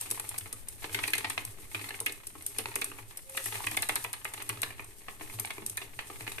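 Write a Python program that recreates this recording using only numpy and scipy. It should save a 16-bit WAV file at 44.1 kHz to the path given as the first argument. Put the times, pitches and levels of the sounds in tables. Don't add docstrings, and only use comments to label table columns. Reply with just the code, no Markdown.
import sys
import numpy as np
from scipy import signal
from scipy.fft import rfft, irfft
from scipy.io import wavfile
from scipy.ndimage import uniform_filter1d

SR = 44100
rng = np.random.default_rng(int(sys.argv[2]) if len(sys.argv) > 2 else 0)


def dump_mix(stems):
    frames = np.atleast_2d(stems).T
    limited = np.clip(frames, -1, 1)
    pcm = np.round(limited * 32767).astype(np.int16)
    wavfile.write(sys.argv[1], SR, pcm)


N = 282240
T = np.arange(N) / SR
SIZE = 16384
FREQS = np.maximum(np.fft.rfftfreq(SIZE, 1 / SR), 1)

# centre_hz, width_hz, level_db (relative)
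FLYER_MODES = [(423, 230, -9), (677, 67, -4.5), (865, 84, 4.5), (1110, 224, 2.5), (1282, 130, 2.5),
               (1600, 22, -6), (1745, 125, 3), (1901, 38, 4), (2106, 130, 5), (2276, 180, -0.5),
               (2522, 176, 5), (2840, 230, -2), (3240, 220, -5), (3490, 110, -1), (3890, 160, -2),
               (4260, 310, -3.5)]
# centre_hz, width_hz, level_db (relative)
FRAME_MODES = [(157, 9.5, -11.5), (212.4, 17, -6), (276.1, 2.6, 7.5), (311.4, 20.5, 2), (370, 17, -3.5),
               (397.8, 17.5, 5), (424.5, 36, -1)]
# start_s (before lead), rise_s, length_s, rattle_db (bobbin), rumble_db (frame), hiss_db (yarn)
STROKES = [(-0.1, 0.13, 0.54, -49.5, -61, -45.5), (0.717, 0.32, 1, -48, -57, -44.5),
           (1.701, 0.11, 0.23, -51, -61, -47), (2.393, 0.2, 0.58, -51, -54, -48),
           (3.302, 0.23, 0.75, -46.5, -63, -40), (4.216, 0.17, 0.79, -51.5, -58.5, -52),
           (5.086, 0.28, 1, -52.5, -57.5, -49.5), (5.931, 0.39, 0.6, -51, -58.5, -48.5)]
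FLYER_TURNS_PER_S = 9.2


def undb(db):
    return 10 ** (np.asarray(db) / 20)


def unit(x):
    return x / np.sqrt(np.mean(x ** 2))


def curve(table, axis=1):
    rows = np.array(table)
    return np.interp(T, rows[:, 0], rows[:, axis])


def colour(points, axis=1):
    rows = np.array(points)
    return undb(np.interp(np.log(FREQS), np.log(rows[:, 0]), rows[:, axis]))


def resonances(modes):
    power = 0
    for hz, width, db in modes:
        detuning = (FREQS ** 2 - hz ** 2) / (FREQS * width)
        power = power + undb(db) ** 2 / (1 + detuning ** 2)
    return np.sqrt(power)


def struck(modes):
    spread_db, detune_share = 1.8, 0.0074
    chance = rng.standard_normal((len(modes), 2))
    varied = []
    for (hz, width, db), (shift, favour) in zip(modes, chance):
        varied.append((hz * (1 + detune_share * shift), width, db + spread_db * favour))
    return resonances(varied)


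def ring(x, gain):
    cepstrum = irfft(np.log(gain + 1e-6))[:SIZE // 2]
    cepstrum[1:] *= 2
    response = irfft(np.exp(rfft(cepstrum, SIZE)))[:SIZE // 2]
    return signal.fftconvolve(x, response[None], axes=1)[:, :x.shape[1]]


def walk(rate):
    k = int(SR / rate)
    steps = np.repeat(rng.standard_normal(N // k + 1), k)
    return unit(uniform_filter1d(steps, k)[:N])


def add(track, s, sound):
    i = np.clip(int(s * SR), 0, N)
    track[:, i:i + sound.shape[1]] += sound[:, :N - i]


def contact(rise_s, t60, bounce_rate, scatter_t60, direct):
    port_lag_s = 0.00013
    t = T[:SIZE // 4]
    bounces = (rng.random(len(t)) < bounce_rate / SR) * rng.standard_normal(len(t)) * 0.5
    bounces = bounces * np.exp(-np.log(1000) * t / t60)
    bounces[0] = 1
    growth = 1 - np.exp(-t / rise_s)
    decay = np.exp(-np.log(1000) * t / scatter_t60)
    scatter = unit(rng.standard_normal((2, len(t))) * growth * decay)
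    scatter[0, 0] += direct * np.sqrt(len(t))
    scatter[1, int(port_lag_s * SR)] += direct * np.sqrt(len(t))
    return signal.fftconvolve(scatter, bounces[None], axes=1)[:, :len(t)]


def blow(x, db):
    return x * undb(db) / np.sqrt(np.sum(x ** 2) / (SR / 100))


def friction(rate, spread_db, t60, smooth):
    sizes = undb(spread_db * np.minimum(rng.exponential(size=N), 4))
    slips = (rng.random(N) < rate / SR) * sizes
    decay = np.exp(-2 * np.log(1000) * T[:SIZE // 4] / t60)
    power = signal.fftconvolve(slips ** 2, decay)[:N]
    return rng.standard_normal((2, N)) * np.sqrt(np.abs(power / power.mean()) + abs(smooth))


def treadle(levels_db, coast_db, sag_db_per_s, lead_s):
    release_db_per_s = 109
    power = undb(coast_db) ** 2
    for (s, rise_s, length_s, *_), db in zip(STROKES, levels_db):
        t = T - s + lead_s
        sag_db = sag_db_per_s * np.maximum(t - rise_s, 0)
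        fade_db = sag_db + release_db_per_s * np.maximum(T - s - length_s, 0)
        power = power + (np.clip(t / rise_s, 0, 1) * undb(db - fade_db)) ** 2
    return np.sqrt(power)


def looseness():
    return treadle([row[3] for row in STROKES], coast_db=-61.5, sag_db_per_s=24, lead_s=0.0059)


def wobble():
    speed = FLYER_TURNS_PER_S * (1 + 0.1123 * walk(4.04))
    return np.sin(2 * np.pi * np.cumsum(speed) / SR)


def knocks():
    # start_s, level_db, body_db (low body), edge_db (hard edge), frame_db (level of the frame's ring)
    knock_rows = [(0.017, -49, 7, -4, -57), (0.066, -47.5, 2.0, 2.5, -54), (0.116, -45.5, 6, -5, -45),
                  (0.1752, -40, 11, -8, -57), (0.199, -40.5, 1, -4, -52), (0.241, -46.5, 9, -4.5, -57),
                  (0.3425, -39.5, 7.0, 3, -56), (0.41, -45, -1.5, 2, -59), (0.4582, -43.5, 2.5, -5, -53.0),
                  (0.532, -49, 16, -6, -52.5), (0.8426, -33, 1, 4, -42), (0.895, -43, -2, -4, -53),
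                  (0.9462, -25, -7, -0.5, -40), (0.9895, -30, -0.0, 0.0, -44.5),
                  (1.0378, -25.5, -7.5, -1, -50), (1.08, -31, -7.5, 2.5, -43), (1.135, -21, -14, -3, -47),
                  (1.1835, -32.5, -5, 4, -44.0), (1.2451, -26.5, 0, -1.5, -49),
                  (1.3025, -31.5, 2, 2.5, -52), (1.3778, -26.5, -3.5, -2, -44.5),
                  (1.747, -28.5, 2.5, -1.5, -45.0), (1.8132, -39.5, 1, 3, -48), (1.8418, -38, 3.0, 2, -59),
                  (1.888, -39, 2, 6, -56), (1.9061, -35.5, 4, -3.5, -47.5), (1.9444, -39.5, -5, -16, -55),
                  (2.0101, -44, 19, -0.5, -47), (2.0646, -24, -12.5, -2.5, -48), (2.0956, -39, 0, 8, -46),
                  (2.3531, -45, 12, -4.0, -49.5), (2.5874, -34, 3, 3, -40), (2.657, -31, 1, -1, -46),
                  (2.7599, -32, -3.0, -17, -42), (2.8182, -27.5, -5.5, 2, -48), (2.9161, -41, 8, -6, -51),
                  (2.9861, -41.5, 3.0, -10, -52), (3.3481, -44, 0, -11, -58), (3.3751, -28, -3, -2, -50.0),
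                  (3.461, -36.5, -3, -11, -47.5), (3.524, -35.5, 2, 2, -44.5),
                  (3.5549, -33.5, 0, -3.0, -53), (3.604, -35.5, 9, -2, -52), (3.6418, -37, 0, 2, -53),
                  (3.6704, -26, -7, -2, -47.5), (3.7158, -37.0, 1, -3.0, -45.5),
                  (3.7726, -24.5, -2, -4, -44.0), (3.8276, -29, -6, 0.5, -51),
                  (3.8939, -24, -3, -3.5, -40.5), (3.9607, -28.5, -6, 1, -49),
                  (4.0465, -30.5, 5.5, -5, -49), (4.1356, -35.5, 1, -1, -57),
                  (4.2524, -30.5, 2.5, -11, -50), (4.3412, -40.5, -1, 0.0, -56), (4.378, -42, -1, 4, -55),
                  (4.4188, -40, 3, -5, -51), (4.496, -30, -0.5, -3, -44.5), (4.5724, -44, 6, 7, -52),
                  (4.632, -26, -6, 0, -46.5), (4.7055, -41.0, 0, -9, -53), (4.7947, -36.5, 4.5, -6, -50.5),
                  (5.0836, -36, 5.5, -6, -49), (5.21, -38.5, 5.5, -4, -46.5), (5.298, -43, -2, -7, -66),
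                  (5.4, -47, 11, 0, -47.5), (5.4479, -34.5, 1, 4, -51), (5.5051, -32.5, 0, -1.5, -52),
                  (5.5815, -40, 5.5, -6.0, -44), (5.6215, -44.5, 3.5, 0, -45), (5.7757, -33, -10.5, 1, -51),
                  (5.816, -37, 4.0, 1.5, -46.5), (5.9901, -31.5, -2, -3, -59),
                  (6.1, -40.0, 10, -1.0, -45.5), (6.2078, -40.5, 0, 0.5, -49.5),
                  (6.277, -32.5, -3.5, -4, -46), (6.3178, -40, 3.5, 9, -58), (6.383, -34.5, -8, -10.5, -52)]
    chatter_spread = 0.25
    rebound_s, rebound_db = 0.022, -16
    out = np.zeros((2, N))
    frame_gain = resonances(FRAME_MODES) * colour([(450, -1), (1500, -22.5)])
    for s, db, body_db, edge_db, frame_db in knock_rows + taps():
        hardness = colour([
            (300, min(body_db, 0) - 7), (700, body_db - 2), (1250, body_db), (1650, -0.5), (2300, 1),
            (2900, 0.5), (3800, edge_db - 0.5), (6000, edge_db - 2.5), (11000, -8)])
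        linger = np.exp(chatter_spread * rng.standard_normal())
        hit = contact(rise_s=0.00048, t60=0.029 * linger, bounce_rate=500,
                      scatter_t60=0.031 * linger, direct=0.55)
        wood = ring(hit, (struck(FLYER_MODES) + undb(-18.5)) * hardness)
        add(out, s, blow(wood, db))
        rebound = ring(hit, struck(FLYER_MODES) + undb(-17))
        add(out, s + rebound_s * (0.5 + rng.random()), blow(rebound, db + rebound_db))
        add(out, s, blow(ring(hit, frame_gain), frame_db))
    return out


def taps():
    tap_db = 3
    count = int(N / SR * FLYER_TURNS_PER_S)
    turns = np.arange(count) + 0.5 + 0.27 * rng.standard_normal(count)
    times = np.clip(turns / FLYER_TURNS_PER_S, 0, T[-1])
    levels = 20 * np.log10(np.interp(times, T, looseness())) + tap_db
    return [(s, db, 0, -3, db - 12) for s, db in zip(times, levels)]


def ticks():
    # start_s, level_db
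    tick_rows = [(0.011, -31.5), (0.1027, -34), (0.1112, -24.5), (0.1974, -31), (0.291, -31), (0.38, -33.5),
                 (0.3844, -29.5), (0.527, -32.5), (0.685, -34), (0.9455, -35.5), (1.033, -38), (1.077, -30),
                 (1.104, -36.5), (1.1337, -32), (1.152, -33.5), (1.1802, -30.5), (1.2986, -30),
                 (1.4503, -33.5), (1.8908, -40), (2.002, -29.5), (2.0615, -28.5), (2.122, -37.5),
                 (2.2695, -34.5), (2.423, -43.5), (2.464, -28.5), (2.5846, -25.5), (2.7561, -26),
                 (2.814, -33.5), (2.8434, -29), (3.172, -35.5), (3.296, -42.5), (3.371, -31), (3.441, -37),
                 (3.458, -29.5), (3.6663, -33), (3.7123, -35), (3.7682, -27.5), (3.822, -26.5),
                 (3.8886, -28.5), (3.956, -25.5), (4.041, -32.5), (4.13, -31.5), (4.2457, -34.5),
                 (4.3376, -36.5), (4.4223, -37), (4.4911, -28), (4.6179, -29), (4.631, -33), (4.844, -45.5),
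                 (5.397, -27), (5.4547, -37), (5.506, -43), (5.6629, -30), (5.697, -33.0), (5.771, -31.5),
                 (6.3195, -41)]
    # centre_hz, width_hz, level_db (relative)
    metal_modes = [(6220, 360, 5.5), (8700, 79, 3), (8640, 62, -14), (9130, 22, 12), (10550, 330, 6.5),
                   (11800, 230, -2)]
    # frequency_hz, level_db (relative)
    snap_colour = [(200, -20), (1000, -15.5), (3000, -8), (5000, -5), (7000, -3.5), (8500, 2.5), (12000, 5),
                   (15000, -4.5)]
    out = np.zeros((2, N))
    for s, db in tick_rows:
        hit = contact(rise_s=.0005, t60=.028, bounce_rate=500, scatter_t60=.018, direct=.36)
        metal = np.hypot(struck(metal_modes), undb(6.0))
        add(out, s, blow(ring(hit, colour(snap_colour) * metal), db))
    return out


def yarn(flyer):
    # frequency_hz, level_db (relative)
    hiss_colour = [(1000, -26), (3000, 0), (5000, 0), (7000, 3), (8800, 4.5), (12000, 8.5), (15000, 0)]
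    scrape_db = 2.5
    fibres = friction(rate=240, spread_db=2.6, t60=0.1, smooth=0.6)
    pull = treadle([row[5] for row in STROKES], coast_db=-56.0, sag_db_per_s=19.0, lead_s=0.049)
    return unit(ring(fibres, colour(hiss_colour))) * pull * undb(scrape_db * flyer)


def bobbin():
    rattle = friction(rate=120, spread_db=4.5, t60=0.05, smooth=0.086)
    return unit(ring(rattle, resonances(FLYER_MODES) + undb(-25.5))) * looseness()


def frame(flyer):
    # centre_hz, width_hz, level_db (relative, before squaring)
    sway_modes = [(95, 15, -1.5), (109.7, 9.8, 3.5)]
    hum_db, hum_coast_db = -64, -73
    throb_db, rumble_throb_db = 2.5, 2.5
    roll = friction(rate=510, spread_db=4.5, t60=0.047, smooth=0.19)
    rumble = unit(ring(roll, resonances(FRAME_MODES)))
    sway = signal.hilbert(ring(rng.standard_normal((1, N)), resonances(sway_modes) ** 2))
    hum = unit(sway.real / (np.abs(sway) + 1.1 * sway.real.std()))
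    load = treadle([row[4] for row in STROKES], coast_db=-67.5, sag_db_per_s=11.5, lead_s=0.0025)
    swing = treadle([hum_db] * len(STROKES), coast_db=hum_coast_db, sag_db_per_s=7.5, lead_s=0.0088)
    throbbing_rumble = rumble * load * undb(rumble_throb_db * (flyer - 1.5))
    return throbbing_rumble + hum * swing * undb(throb_db * flyer)


def thuds():
    # start_s, level_db (rms at the widest swing)
    thud_rows = [(0.105, -56), (0.295, -56), (0.405, -53), (0.525, -58), (0.89, -53), (0.94, -56),
                 (1.01, -52.5), (1.177, -59), (1.245, -57), (1.365, -60), (1.454, -51.5), (1.743, -49.5),
                 (1.82, -60), (1.995, -57), (2.575, -59), (2.654, -55.5), (3.005, -57), (3.465, -55),
                 (3.548, -54), (3.652, -52), (3.765, -61), (3.904, -57), (3.968, -58), (4.047, -57.5),
                 (4.492, -49), (4.56, -54), (4.665, -57.5), (5.336, -49.5), (5.389, -52), (5.458, -67),
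                 (5.578, -59), (5.697, -57), (6.21, -51.5)]
    rock_hz, detune_share, swell_s = 107.4, 0.036, 0.027
    out = np.zeros((2, N))
    t = T[:SIZE]
    swell = (t / swell_s * np.exp(1 - t / swell_s)) ** 2
    for (s, db), chance in zip(thud_rows, rng.standard_normal(len(thud_rows))):
        swing = unit(np.sin(2 * np.pi * rock_hz * (1 + detune_share * chance) * t))
        add(out, s, undb(db) * (swell * swing)[None])
    return out


def squeak():
    # time_s, level_db, pitch_hz (before its waver)
    squeak_rows = [(3.225, -76, 530), (3.25, -72, 530), (3.315, -57.5, 533), (3.365, -55, 535),
                   (3.395, -50, 536), (3.42, -62, 533), (3.44, -76, 536)]
    sounding = (T > squeak_rows[0][0]) & (T < squeak_rows[-1][0])
    pitch = curve(squeak_rows, axis=2) * (1 + 0.0057 * walk(140))
    phase = 2 * np.pi * np.cumsum(pitch) / SR
    tone = unit(np.sin(phase) * undb(1.7 * walk(70)))
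    return tone * sounding * undb(curve(squeak_rows, axis=1))


def room(x, t60, wet_db, treble_db):
    t = T[:SR // 2]
    onset = np.clip(t / 0.0043, 0, 1) ** 2
    tail = rng.standard_normal((2, len(t))) * np.exp(-np.log(1000) * t / t60) * onset
    wet = signal.fftconvolve(x, unit(tail) / np.sqrt(len(t)), axes=1)[:, :N]
    return x + undb(wet_db) * ring(wet, colour([(500, 5.0), (2000, -1.0), (10000, treble_db)]))


def background():
    # frequency_hz, level_db (relative)
    house_colour = [(15, 10.5), (25, -1), (60, -3.5), (100, -2), (170, -11), (400, -15), (900, -20.5),
                    (2000, -20.5), (6000, -37), (15000, -25)]
    noise = rng.standard_normal((2, N))
    return unit(ring(noise, colour(house_colour))) * undb(-55.5 + 1.6 * walk(4.1))


def scene():
    air = background()
    clatter = room(knocks() + ticks(), t60=0.29, wet_db=-7.5, treble_db=-1.0)
    flyer = wobble()
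    return clatter + yarn(flyer) + bobbin() + frame(flyer) + thuds() + squeak() + air


def record(dry):
    # frequency_hz, left_db, right_db
    port_colour = [(730, 4.5, 3.5), (1260, 1, -3), (1950, 2, 2), (5300, -0.5, 1), (7710, 1, 1.5),
                   (8400, 3, 9), (8890, 1.5, 10), (9840, 3.5, -1.5), (11800, 4.5, -10.5), (13000, -1, -10),
                   (13800, 2, -9), (14600, -3, -12)]
    # frequency_hz, side_db
    side_colour = [(25, 0), (60, -5), (110, -8.5), (380, -8.5), (700, -4.5), (1300, -0.5), (4000, -0.5)]
    top_hz = 14250
    mid = (dry[:1] + dry[1:]) / 2
    side = ring((dry[:1] - dry[1:]) / 2, colour(side_colour))
    left = ring(mid + side, colour(port_colour, axis=1))
    right = ring(mid - side, colour(port_colour, axis=2))
    top_cut = signal.ellip(8, .2, 70, top_hz, fs=SR, output="sos")
    return signal.sosfilt(top_cut, np.vstack([left, right]))


dry = scene()
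out = record(dry)
dump_mix(out)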